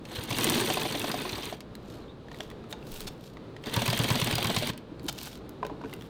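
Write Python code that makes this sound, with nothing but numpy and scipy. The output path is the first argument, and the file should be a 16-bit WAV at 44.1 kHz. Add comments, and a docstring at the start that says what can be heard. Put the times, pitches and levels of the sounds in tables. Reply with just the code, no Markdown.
"""First a burst of stitches from a heavy sewing machine, close to the microphone on a table in a small workshop.
Each shaft turn snaps steel parts, knocks the cast arm and thumps the table over whirring gears:
decaying modes and noise cracks over coloured grit, all following shaft speed or set moment by moment.
Then hands slide stiff cloth (crackling noise) and touch levers (short rings), until a second burst.
More handling follows; shop air, a steady low-heavy noise, hums behind it all."""
import sys
import numpy as np
from scipy import signal
from scipy.fft import rfft, irfft, next_fast_len
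from scipy.io import wavfile
from scipy.ndimage import map_coordinates

SR = 44100
rng = np.random.default_rng(int(sys.argv[2]) if len(sys.argv) > 2 else 0)


def put_to_file(sound):
    """Save the sound as 16-bit audio at rate SR, in the file named by the first command-line argument."""
    columns = np.atleast_2d(sound).T  # one column per channel
    safe = np.clip(columns, -1, 1)
    whole_steps = np.round(safe * 32767)
    wavfile.write(sys.argv[1], SR, whole_steps.astype(np.int16))


N = 268569


def amp(db):
    """Gain of a level in dB."""
    return 10 ** (np.asarray(db) / 20)


def unit(x):
    """x at rms 1."""
    return x / np.sqrt(np.mean(x ** 2) + 1e-20)


def along(points, hz):
    """(frequency [Hz], value) points read on a log frequency axis."""
    f, v = np.transpose(points)
    return np.interp(np.log(hz + 1), np.log(f + 1), v)


def wobble(rate):
    """A smooth random curve, rate knots a second."""
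    knots = rng.standard_normal(int(N * rate / SR) + 4)
    return map_coordinates(knots, [np.arange(N) * rate / SR])


def colour(x, spectrum):
    """x shaped by (frequency [Hz], level [dB]) points, at rms 1."""
    m = next_fast_len(N + 8192)
    gain = amp(along(spectrum, np.fft.rfftfreq(m, 1 / SR)))
    return unit(irfft(rfft(x, m) * gain, m)[:N])


def grit(rate, spread_db, life, share):
    """Noise with a share of tiny random contacts, each a burst that decays with time constant life [s]."""
    strengths = amp(spread_db * np.clip(rng.standard_normal(N), -2, 2))
    hits = (rng.random(N) < rate / SR) * strengths
    bursts = signal.lfilter([1], [1, -np.exp(-1 / (life * SR))], hits)
    share = np.clip(share, 0, 1)
    envelope = np.sqrt(share) * unit(bursts) + np.sqrt(1 - share)
    return envelope * rng.standard_normal(N)


def ring(modes, t, scatter_db):
    """One blow on a set of decaying modes, at new strengths and slightly new pitches, peak 1."""
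    draw = rng.standard_normal((len(modes), 2))
    x = 0
    for (hz, db, t60), (strength, detune) in zip(modes, draw):
        decay = amp(db + scatter_db * strength - 60 * t / t60)
        x = x + decay * np.sin(2 * np.pi * hz * (1 + 0.034 * detune) * t)
    return x / np.abs(x).max()


def favour(modes, pitch, fall_db):
    """Modes as a blow near one pitch excites them: fall_db weaker for each octave away."""
    return [(hz, db - fall_db * abs(np.log2(hz / pitch)), t60) for hz, db, t60 in modes]


def crack(t, lo_hz, hi_hz, t60):
    """A dying burst of band noise, peak 1."""
    band = signal.butter(2, [lo_hz, hi_hz], "bandpass", fs=SR, output="sos")
    x = signal.sosfilt(band, rng.standard_normal(len(t)) * amp(-60 * t / t60))
    return x / np.abs(x).max()


def add(track, s, x):
    """Mix x into track at s seconds."""
    part = track[round(s * SR):][:len(x)]
    part += x[:len(part)]


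# Background air of the workshop: (frequency [Hz], relative level [dB per Hz])
AIR_SPECTRUM = [(15, -11), (35, -14.5), (55, 2), (80, -7.5), (120, 1.5), (300, -3), (450, -4), (700, -14),
                (1200, -18), (2000, -27.5), (3200, -28.5), (3800, -26.5), (4600, -32.5), (5500, -40),
                (16000, -56)]
AIR_DB, AIR_DRIFT_DB = -44.5, 1.3
JOLT_AT_S, JOLT_DB, JOLT_LENGTH_S = 2.98, -41.5, 0.1


def air():
    """Low-heavy noise for shop rumble that drifts a little, and a low jolt of the microphone."""
    rumble = amp(AIR_DB + AIR_DRIFT_DB * wobble(7)) * colour(rng.standard_normal(N), AIR_SPECTRUM)
    shake = colour(rng.standard_normal(N), [(10, -17), (22, 6.5), (35, -11.0), (60, -46.5)])
    swell = np.exp(-((np.arange(N) / SR - JOLT_AT_S) / JOLT_LENGTH_S) ** 2)
    return rumble + shake * amp(JOLT_DB) * swell


# Decay of the small workshop: (frequency [Hz], t60 [s])
ROOM_DECAY = [(200, 0.83), (2000, 0.44), (10000, 0.14)]


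def shop(x):
    """The room answers with a noise tail in which each frequency dies at its own speed."""
    hz, t, z = signal.stft(rng.standard_normal(SR // 2), SR, nperseg=256)
    decay = amp(-60 * t / along(ROOM_DECAY, hz)[:, None])
    tail = signal.istft(z * decay, SR, nperseg=256)[1]
    delayed = np.pad(x, (300, 0))  # samples before the room answers
    return signal.fftconvolve(delayed, tail / np.linalg.norm(tail))[:N]


# Thin squeaks: (start [s], length [s], first pitch [Hz], last pitch [Hz], level before wavering [dB])
SQUEAKS = [(2.005, .035, 4270, 4080, -59), (2.078, .045, 3480, 3880, -55), (2.312, .05, 4080, 4110, -58)]


def squeaks():
    """Short sine whistles that glide a little while pitch and level waver."""
    out = np.zeros(N)
    for s, length, first_hz, last_hz, db in SQUEAKS:
        u = np.arange(round(length * SR)) / (length * SR)
        glide = first_hz + (last_hz - first_hz) * u
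        pitch = glide * (1 + 0.05 * wobble(396)[:len(u)])
        level = amp(db + 4 * wobble(210)[:len(u)]) * np.sqrt(np.sin(np.pi * u))
        add(out, s, level * np.sin(2 * np.pi * np.cumsum(pitch) / SR))
    return out


# Fingers, levers and thread tap on the bed:
# (time [s], relative body level [dB], pitch [Hz], relative treble level [dB])
BED_TAPS = [(1.606, -39, 2001, -62.5), (1.753, -34.5, 3900, -44), (2.2846, -40.5, 1860, -66),
            (2.3157, -33, 1890, -65), (2.3447, -39, 2100, -56), (2.3645, -45, 3340, -71),
            (2.406, -23.5, 3210, -49.5), (2.5017, -39, 3580, -46.5), (2.5132, -38, 1960, -60),
            (2.64, -40.5, 1180, -74), (2.7268, -23.5, 3660, -43.5), (2.827, -39, 2700, -64),
            (2.92, -46, 4050, -36), (3.0055, -29, 3880, -35), (3.3705, -35.5, 2030, -68.5),
            (3.565, -34, 1820, -70.5), (4.996, -38.5, 4390, -62), (5.032, -56, 4000, -51),
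            (5.044, -55, 4000, -49), (5.065, -40, 3980, -42), (5.127, -46, 4000, -37.5),
            (5.376, -44, 4000, -50), (5.2564, -44, 3100, -36.5), (5.2727, -30.5, 1480, -45),
            (5.493, -47, 1400, -41.5), (5.6494, -30.5, 1560, -55), (5.666, -34, 3720, -43),
            (5.8148, -40, 1520, -69.5), (5.846, -36.5, 1450, -71.5), (5.857, -38, 1450, -73.5),
            (5.896, -41, 2800, -55), (5.9289, -31.5, 2240, -60.5), (5.937, -30, 2800, -39),
            (6.0105, -37, 3380, -55.5), (6.022, -36, 3450, -50.5)]


def taps():
    """Each tap is a dry noise clack with three fast-dying modes around its own pitch."""
    out, t = np.zeros(N), np.arange(SR // 10) / SR
    for s, db, hz, top_db in BED_TAPS:
        modes = [(hz, 0, 40 / hz), (hz * 1.7, -10, 30 / hz), (hz * .55, -6, 25 / hz)]
        body = 1.1 * ring(modes, t, 3) + 0.52 * crack(t, 560, 3700, 0.033)
        treble = crack(t, 3600, 19000, 0.013)
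        add(out, s, amp(db) * body + amp(top_db + 6) * treble)
    return out


# Strokes of cloth under the hands:
# (strongest moment [s], rustle level [dB], rise [s], fall [s], crackle level [dB])
STROKES = [(1.92, -57, 0.14, 0.16, -89), (2.41, -54.5, 0.13, 0.13, -74.5),
           (2.715, -50.5, 0.021, 0.015, -47.5), (2.96, -46.5, 0.15, 0.16, -52), (3.26, -57, .12, 0.13, -71),
           (5.07, -58.5, 0.055, 0.072, -58), (5.19, -44.5, 0.064, 0.053, -58),
           (5.25, -43, .06, 0.071, -47.5), (5.331, -49, 0.078, 0.067, -70),
           (5.92, -58.5, 0.086, 0.055, -71), (6.04, -63, 0.15, 0.22, -70.5)]
# The cloth is tugged free: (start [s], length [s], level [dB])
TUGS = [(3.069, 0.02, -40), (5.083, 0.016, -30.5), (5.226, 0.013, -47)]
# Rustle of the weave: (frequency [Hz], relative level [dB per Hz])
WEAVE_SPECTRUM = [(410, 0), (700, 7.5), (910, 7.5), (1230, 0), (1440, 8), (1980, 0.5), (2230, 6.5),
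                  (3770, 11), (11700, -5), (14000, 0.5), (16200, -20.5)]
STROKE_FADE_DB = 22.5  # lost over one rise or fall


def cloth():
    """Stiff cloth rustles and crackles as gritty noise when it slides, and rips free in short flat bursts."""
    t = np.arange(N) / SR
    rips = sum(amp(db) / (1 + (2 * (t - s) / length - 1) ** 8) for s, length, db in TUGS)
    pull, snap = np.zeros(N), np.zeros(N)
    for s, db, rise, fall, crackle_db in STROKES:
        distance = np.abs((t - s) / np.where(t < s, rise, fall))
        stroke = amp(-STROKE_FADE_DB * distance ** 1.55)
        pull += amp(db) * stroke
        snap += amp(crackle_db) * stroke
    crackle_spectrum = [(3000, -31.5), (8000, 0.5), (11000, -3.5), (15500, 1), (16400, -17.0)]
    crackle = colour(grit(220, 6.5, .001, 0.85), crackle_spectrum)
    rustle = colour(grit(220, 6.0, 0.0014, 0.57), WEAVE_SPECTRUM)
    ripping = colour(grit(1600, 2, 0.0018, 0.4), WEAVE_SPECTRUM)
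    return pull * rustle + snap * crackle + rips * ripping


def hands():
    """Handling sounds together: sliding cloth, taps on the bed and thin squeaks."""
    return cloth() + taps() + squeaks()


# Two bursts of stitches, one row a turn of the shaft, the last row closing the burst:
# (needle down [s], click [dB], weight [dB], mid-turn blow [share of turn], that blow on the arm [dB]);
# the levels are added to those of the contacts in a turn
STITCH_RUNS = [
    [(.05, -6, -1, .5, -2.5), (.18, -7, 2, 0.4, -12), (.3045, 3.5, 9, 0.27, -3.5),
     (.3848, 6, 4.5, 0.41, -5), (.4430, 12, -1, .45, -7), (.4973, 8.5, 0.5, .41, -4.5),
     (.5512, 0.5, 4, .41, -6), (.6085, 3, -3, 0.45, -6), (.67, -9.5, -3, .46, 6), (.7377, 2, 0.5, .45, 6.5),
     (.8125, -0.5, 2, .46, 4.5), (.9008, -4.5, -2, 0.52, 4), (.9951, 8.5, 1, .47, 5.5),
     (1.0935, 1.5, -11, .45, 6.5), (1.2, -2, -5.5, .43, 3), (1.3214, 0.5, 4, .445, 5),
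     (1.4546, 4, 3, .475, 5), (1.604, 0, 0, 0, 0)],
    [(3.575, 3, -6, .47, -4), (3.7624, 3, 0, .47, 5.5), (3.8772, 2, 0, .445, 4.5), (3.9894, 3, -3, .44, 0),
     (4.102, 3, 2.5, .445, 5), (4.214, -1, 0.5, 0.49, 4), (4.325, -8, -4, .455, 6.5),
     (4.443, 2.5, -3.5, .45, 6), (4.562, 0.5, 1.5, .465, 1), (4.688, -15.5, -7.5, .47, -9),
     (4.8, 0, 0, 0, -4)],
]
# Presses of the pedal, a light one before each full one; base levels hold at ten turns a second:
# (clutch fully in [s], run-up [s], let go [s], run-down [s], middle [dB], treble [dB], bass [dB])
PEDAL_PRESSES = [(0.161, 0.11, 0.16, 0.29, -44, -54, -39.5), (.305, 0.044, 1.496, 0.086, -42, -51.5, -39.5),
                 (3.69, 0.072, 3.74, 0.28, -41, -52, -30.5), (3.744, 0.059, 4.7, 0.015, -36, -48, -34)]
# Gain for each doubling of speed: (middle [dB], treble [dB], bass [dB])
SPEED_GAIN_DB = (7.5, 9, 7)
RAMP_DB = 19.5  # lost over one run-up or run-down


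def drive():
    """Middle, treble and bass level in dB: they follow shaft speed, rise with the clutch and fall on release."""
    t, level = np.arange(N) / SR, np.full((3, N), -150.)
    downs = [np.transpose(rows)[0] for rows in STITCH_RUNS]
    middles = np.concatenate([(s[1:] + s[:-1]) / 2 for s in downs])
    turns = np.concatenate([np.diff(s) for s in downs])
    octaves = np.interp(t, middles, np.log2(1 / turns / 10))  # over ten turns a second
    for full, up, brake, down, *base_db in PEDAL_PRESSES:
        before = np.clip((full - t) / up, 0, None)
        after = np.clip((t - brake) / down, 0, None)
        ramp_db = RAMP_DB * (before ** 2 + after ** 2)
        level = np.maximum(level, np.outer(SPEED_GAIN_DB, octaves) + np.c_[base_db] - ramp_db)
    return level


def rattle(modes, rate):
    """Loose links touch at random; each contact pings one mode, a two-pole resonator."""
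    out = np.zeros(N)
    for hz, db, t60 in modes:
        hits = (rng.random(N) < rate / SR) * rng.standard_normal(N)
        pole = amp(-60 / (t60 * SR))
        resonator = [1, -2 * pole * np.cos(2 * np.pi * hz / SR), pole ** 2]
        out = out + amp(db) * unit(signal.lfilter([1], resonator, hits))
    return unit(out)


# How the gear noise swells over one turn: (share of turn, treble [dB], middle [dB], bass [dB])
TURN_SWELL = [(0, 4.5, -2.5, -5.5), (.06, -5.5, 5, 1.5), (.12, 8.5, 4, 2), (.18, 1.5, -5.5, 1),
              (.26, 4.5, 1.5, -2), (.39, 3.5, -3, -4.5), (.5, 2, 2, 0), (.62, 4, 2, -4), (.74, 2, -3, -10),
              (.87, 6.5, 5, 1)]
# Middle, treble and bass of the gears: (frequency [Hz], relative level [dB per Hz])
WHIRR_SPECTRUM = [(710, 4.5), (1200, -0.5), (1580, 0), (2280, 4.5), (2560, 2), (3140, 8.5), (4160, 7.5),
                  (5370, -12), (6500, -11.5), (8450, -43.5), (14300, -120)]
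SIZZLE_SPECTRUM = [(2940, -26), (5000, -4), (5380, -1), (5820, 6.5), (7160, 0), (9710, 3), (10700, -5.5),
                   (12300, -1), (15000, 3), (15800, -15.5), (16200, -84.5)]
DRONE_SPECTRUM = [(29, -80.5), (55, -40), (85, -10), (113, 6.5), (168, -1), (217, 6.5), (531, -1.5),
                  (716, -8.5), (925, -1), (1420, -9.5), (1500, -4.5), (1950, -7), (3300, -120)]
# Modes of the steel links, then of the small pins: (frequency [Hz], relative level [dB], t60 [s])
STEEL_MODES = [(2020, -4, .025), (2220, -2, .025), (2570, -1, .025), (2800, -2, .02), (3200, 0, .02),
               (3540, 0, .02), (4150, -4, .02), (4700, -3, .025)]
PIN_MODES = [(5900, -21.5, 0.015), (8020, 5.5, 0.023), (9030, 8.5, 0.021), (9700, -5, 0.012),
             (13800, 4.5, 0.012), (15300, -15.5, 0.011)]


def gears():
    """Meshing and sliding parts hiss in three bands of noise, swelling at fixed points of each turn."""
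    downs = np.concatenate(STITCH_RUNS)[:, 0]
    turn = np.interp(np.arange(N) / SR, downs, np.arange(len(downs))) % 1
    share, *cams = np.transpose(TURN_SWELL)
    treble, middle, bass = (amp(np.interp(turn, share, cam, period=1)) for cam in cams)
    mid_gain, top_gain, low_gain = amp(drive())
    whirr = colour(grit(350, 0.91, 0.0022, 0.41), WHIRR_SPECTRUM) + amp(-4.0) * rattle(STEEL_MODES, 90)
    sizzle = colour(grit(300, 1.4, 0.00151, 0.63), SIZZLE_SPECTRUM) + amp(-6.0) * rattle(PIN_MODES, 77)
    drone = amp(2.8 * wobble(30)) * colour(rng.standard_normal(N), DRONE_SPECTRUM)
    return mid_gain * middle * whirr + top_gain * treble * sizzle + low_gain * bass * drone


# Contacts of one turn, the first burst heard from the arm's side, the second next to the needle.
# Rows: needle down, its links, feed lift, mid-turn (share added to the stitch's own), take-up.
# Levels are over the gears' middle level; the needle-down table pitch holds at ten turns a second:
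# (share of turn, pins [dB], links [dB], arm [dB], favoured arm pitch [Hz], table [dB], table pitch [Hz])
TURN_CONTACTS = [
    [(0, 17, 2.5, -5, 1000, 5, 125), (0.05, -3, 4.5, 10, 900, 5, 440), (.22, -5.5, 0.5, -12, 799, 1, 290),
     (.0, 6, 9, 19.5, 760, 9, 325), (0.76, -6, 7, -14.5, 730, -2, 220)],
    [(0, 17, 0, -10, 900, 14.5, 126), (0.014, 6, 14, 17, 1020, 10.5, 174),
     (.22, -2.5, -1, -20, 700, 8.5, 130), (0.026, 15, 11.5, 15, 690, 9.5, 220),
     (.87, 17.5, 8.5, 4, 920, 1.5, 330)],
]
SCATTER_DB = 1.5  # from contact to contact
ARM_PITCH_SCATTER, TABLE_PITCH_SCATTER = .05, .07  # spread as log ratio
PUSH_RISE = 1.02  # power of shaft speed that the needle-down table pitch follows


def contacts():
    """Rows (s, pins dB, links dB, arm dB, arm Hz, table dB, table Hz) of every contact in every turn."""
    level, out = drive()[0], []
    for rows, turn in zip(STITCH_RUNS, TURN_CONTACTS):
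        for (s, click_db, weight_db, mid, knock_db), (after, *_) in zip(rows, rows[1:]):
            quick = (.1 / (after - s)) ** PUSH_RISE
            # later by share of turn, table pitch factor, then added dB on pins, links, arm, table
            own = [(0, quick, click_db, weight_db, 0, weight_db),
                   (0, 1, 0, weight_db, weight_db, 0),
                   (0, 1, 0, 0, 0, 0),
                   (mid, 1, 0, 0, knock_db, 0),
                   (0, 1, 0, 0, 0, 0)]
            for contact, (late, rise, *extra) in zip(turn, own):
                share, pins, links, arm, arm_hz, table, table_hz = contact
                when = s + (share + late) * (after - s)
                draw = rng.standard_normal(6)
                db = level[round(when * SR)] + SCATTER_DB * draw[:4] + [pins, links, arm, table] + extra
                arm_bend = np.exp(ARM_PITCH_SCATTER * draw[4])
                table_bend = np.exp(TABLE_PITCH_SCATTER * draw[5])
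                out.append((when, db[0], db[1], db[2], arm_hz * arm_bend, db[3], table_hz * rise * table_bend))
    return np.array(out)


LINK_HZ = 3120  # snaps without a pitch of their own favour the middle of the steel
SNAP_DELAY_S = .0006  # a snap starts this long after its listed time


def snaps(rows):
    """A sharp noise crack with ringing pins, and a softer, longer ring of steel links near a favoured pitch."""
    out, t = np.zeros(N), np.arange(SR // 20) / SR
    for s, top_db, mid_db, *favoured in rows:
        pitch, fall_db, ringing = (favoured[0], 30, 1.1) if favoured else (LINK_HZ, 3, .5)
        struck = favour(STEEL_MODES, pitch, fall_db)
        bright = 0.94 * crack(t, 4800, 15500, 0.0029) + 0.43 * crack(t, 13000, 16500, 0.0065)
        bright += 0.52 * crack(t, 6600, 13000, 0.015) + 0.482 * ring(PIN_MODES, t, 3.3)
        links = 0.51 * crack(t, 1200, 7200, 0.0069) + 0.35 * crack(t, 2000, 5040, 0.04)
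        links += ringing * ring(struck, t, 4)
        soft_start = 1 - np.exp(-t / 0.00059)
        add(out, s + SNAP_DELAY_S, amp(top_db - 4.5) * bright + amp(mid_db + 11.5) * soft_start * links)
    return out


# Modes of the cast arm: (frequency [Hz], relative level [dB], t60 [s])
ARM_MODES = [(438, 5.5, 0.15), (604.4, 6.5, 0.059), (722, 4.5, 0.043), (837.5, -8.5, 0.18), (968, 3, 0.044),
             (1055, 1, 0.042), (1564, -5.5, .03)]
ARM_SCATTER_DB = 1.8  # from mode to mode


def arm_knocks(blows):
    """The cast arm rings most at the modes near the blow's pitch and shakes the links, a noise crack."""
    out, t = np.zeros(N), np.arange(SR // 6) / SR
    for s, db, pitch in blows:
        struck = favour(ARM_MODES, pitch, 19)
        body = 1.18 * ring(struck, t, ARM_SCATTER_DB) + 0.17 * crack(t, 1200, 3200, 0.025)
        add(out, s, amp(db) * (1 - np.exp(-t / 0.0007)) * body)
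    return out


def table_thumps(pushes):
    """The table top answers a push with a short soft swell of a cosine."""
    out, t = np.zeros(N), np.arange(SR // 6) / SR
    for s, db, hz in pushes:
        swell = np.exp(-((t - .011) / np.where(t < .011, .005, .01)) ** 2)
        wave = swell * np.cos(2 * np.pi * hz * (t - .011))
        swing_back = swell * wave.sum() / swell.sum()  # leaves no net push
        add(out, s, amp(db) * (wave - swing_back))
    return out


# Steel parts clack with a ring near one pitch:
# (time [s], relative treble level [dB], relative middle level [dB], favoured pitch [Hz])
PITCHED_CLACKS = [(0.832, -22, -33.5, 3720), (0.9243, -27, -34.5, 4580), (1.0151, -27, -31, 3150),
                  (1.1144, -24.5, -28, 4160), (1.2186, -27, -35, 3670), (1.2915, -37, -37, 4005),
                  (1.3543, -39, -36, 4160), (1.4301, -35, -37.5, 4180), (3.638, -46, -39.5, 2700),
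                  (3.6586, -33, -38, 3980), (3.6955, -39, -37, 3100), (3.7404, -20.5, -29, 3110),
                  (3.9005, -21, -26, 4730), (4.0133, -28, -34, 4790), (4.0352, -19.5, -34, 2580),
                  (4.124, -18.5, -33, 3110), (4.2443, -16, -34, 3070), (4.354, -14.5, -27, 4430),
                  (4.4697, -19.5, -31, 4390), (4.585, -20, -29, 4020), (4.6947, -34, -36, 3320)]
# Clutch and brake parts snap on their own: (time [s], relative treble level [dB], relative middle level [dB])
CLUTCH_SNAPS = [(0.052, -42, -39.5), (.155, -30, -35), (.237, -25, -45), (1.6049, -38.5, -38.5),
                (4.7328, -45, -41), (4.776, -33, -38.5)]
# The foot lever and hands knock the cast arm: (time [s], relative level [dB], favoured pitch [Hz])
LEVER_KNOCKS = [(2.402, -26.5, 670), (2.726, -26.5, 880), (3.671, -27.5, 534), (4.697, -39, 513),
                (5.629, -15, 1080), (5.633, -26, 564), (5.65, -25.5, 540), (5.698, -23.5, 830),
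                (5.712, -37, 453), (5.812, -30, 900), (5.838, -26, 940), (5.844, -31.5, 434)]
# Hands and pedal push the table top: (time [s], relative level [dB], pitch [Hz])
TABLE_PUSHES = [(0.178, -30, 108), (0.301, -24.5, 128), (4.912, -34, 312), (5.033, -34, 304),
                (5.047, -31.5, 328), (5.709, -31, 299), (5.838, -32.5, 272)]


def machine():
    """Gears, and each contact heard in steel, arm and table."""
    rows = contacts()
    steel = snaps([*rows[:, :3], *PITCHED_CLACKS, *CLUTCH_SNAPS])
    arm = arm_knocks([*rows[:, [0, 3, 4]], *LEVER_KNOCKS])
    table = table_thumps([*rows[:, [0, 5, 6]], *TABLE_PUSHES])
    return gears() + steel + arm + table


def scene():
    """Machine and hands close by with their room, over the shop air."""
    near = machine() + hands()
    return (near + amp(-16.0) * shop(near) + air())[None]


TOP_HZ = 16700


def record(dry):
    """The microphone keeps nothing from its band limit up."""
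    m = next_fast_len(N + 8192)
    in_band = np.fft.rfftfreq(m, 1 / SR) < TOP_HZ
    return irfft(rfft(dry, m) * in_band, m)[:, :N]


dry = scene()
out = record(dry)
put_to_file(out)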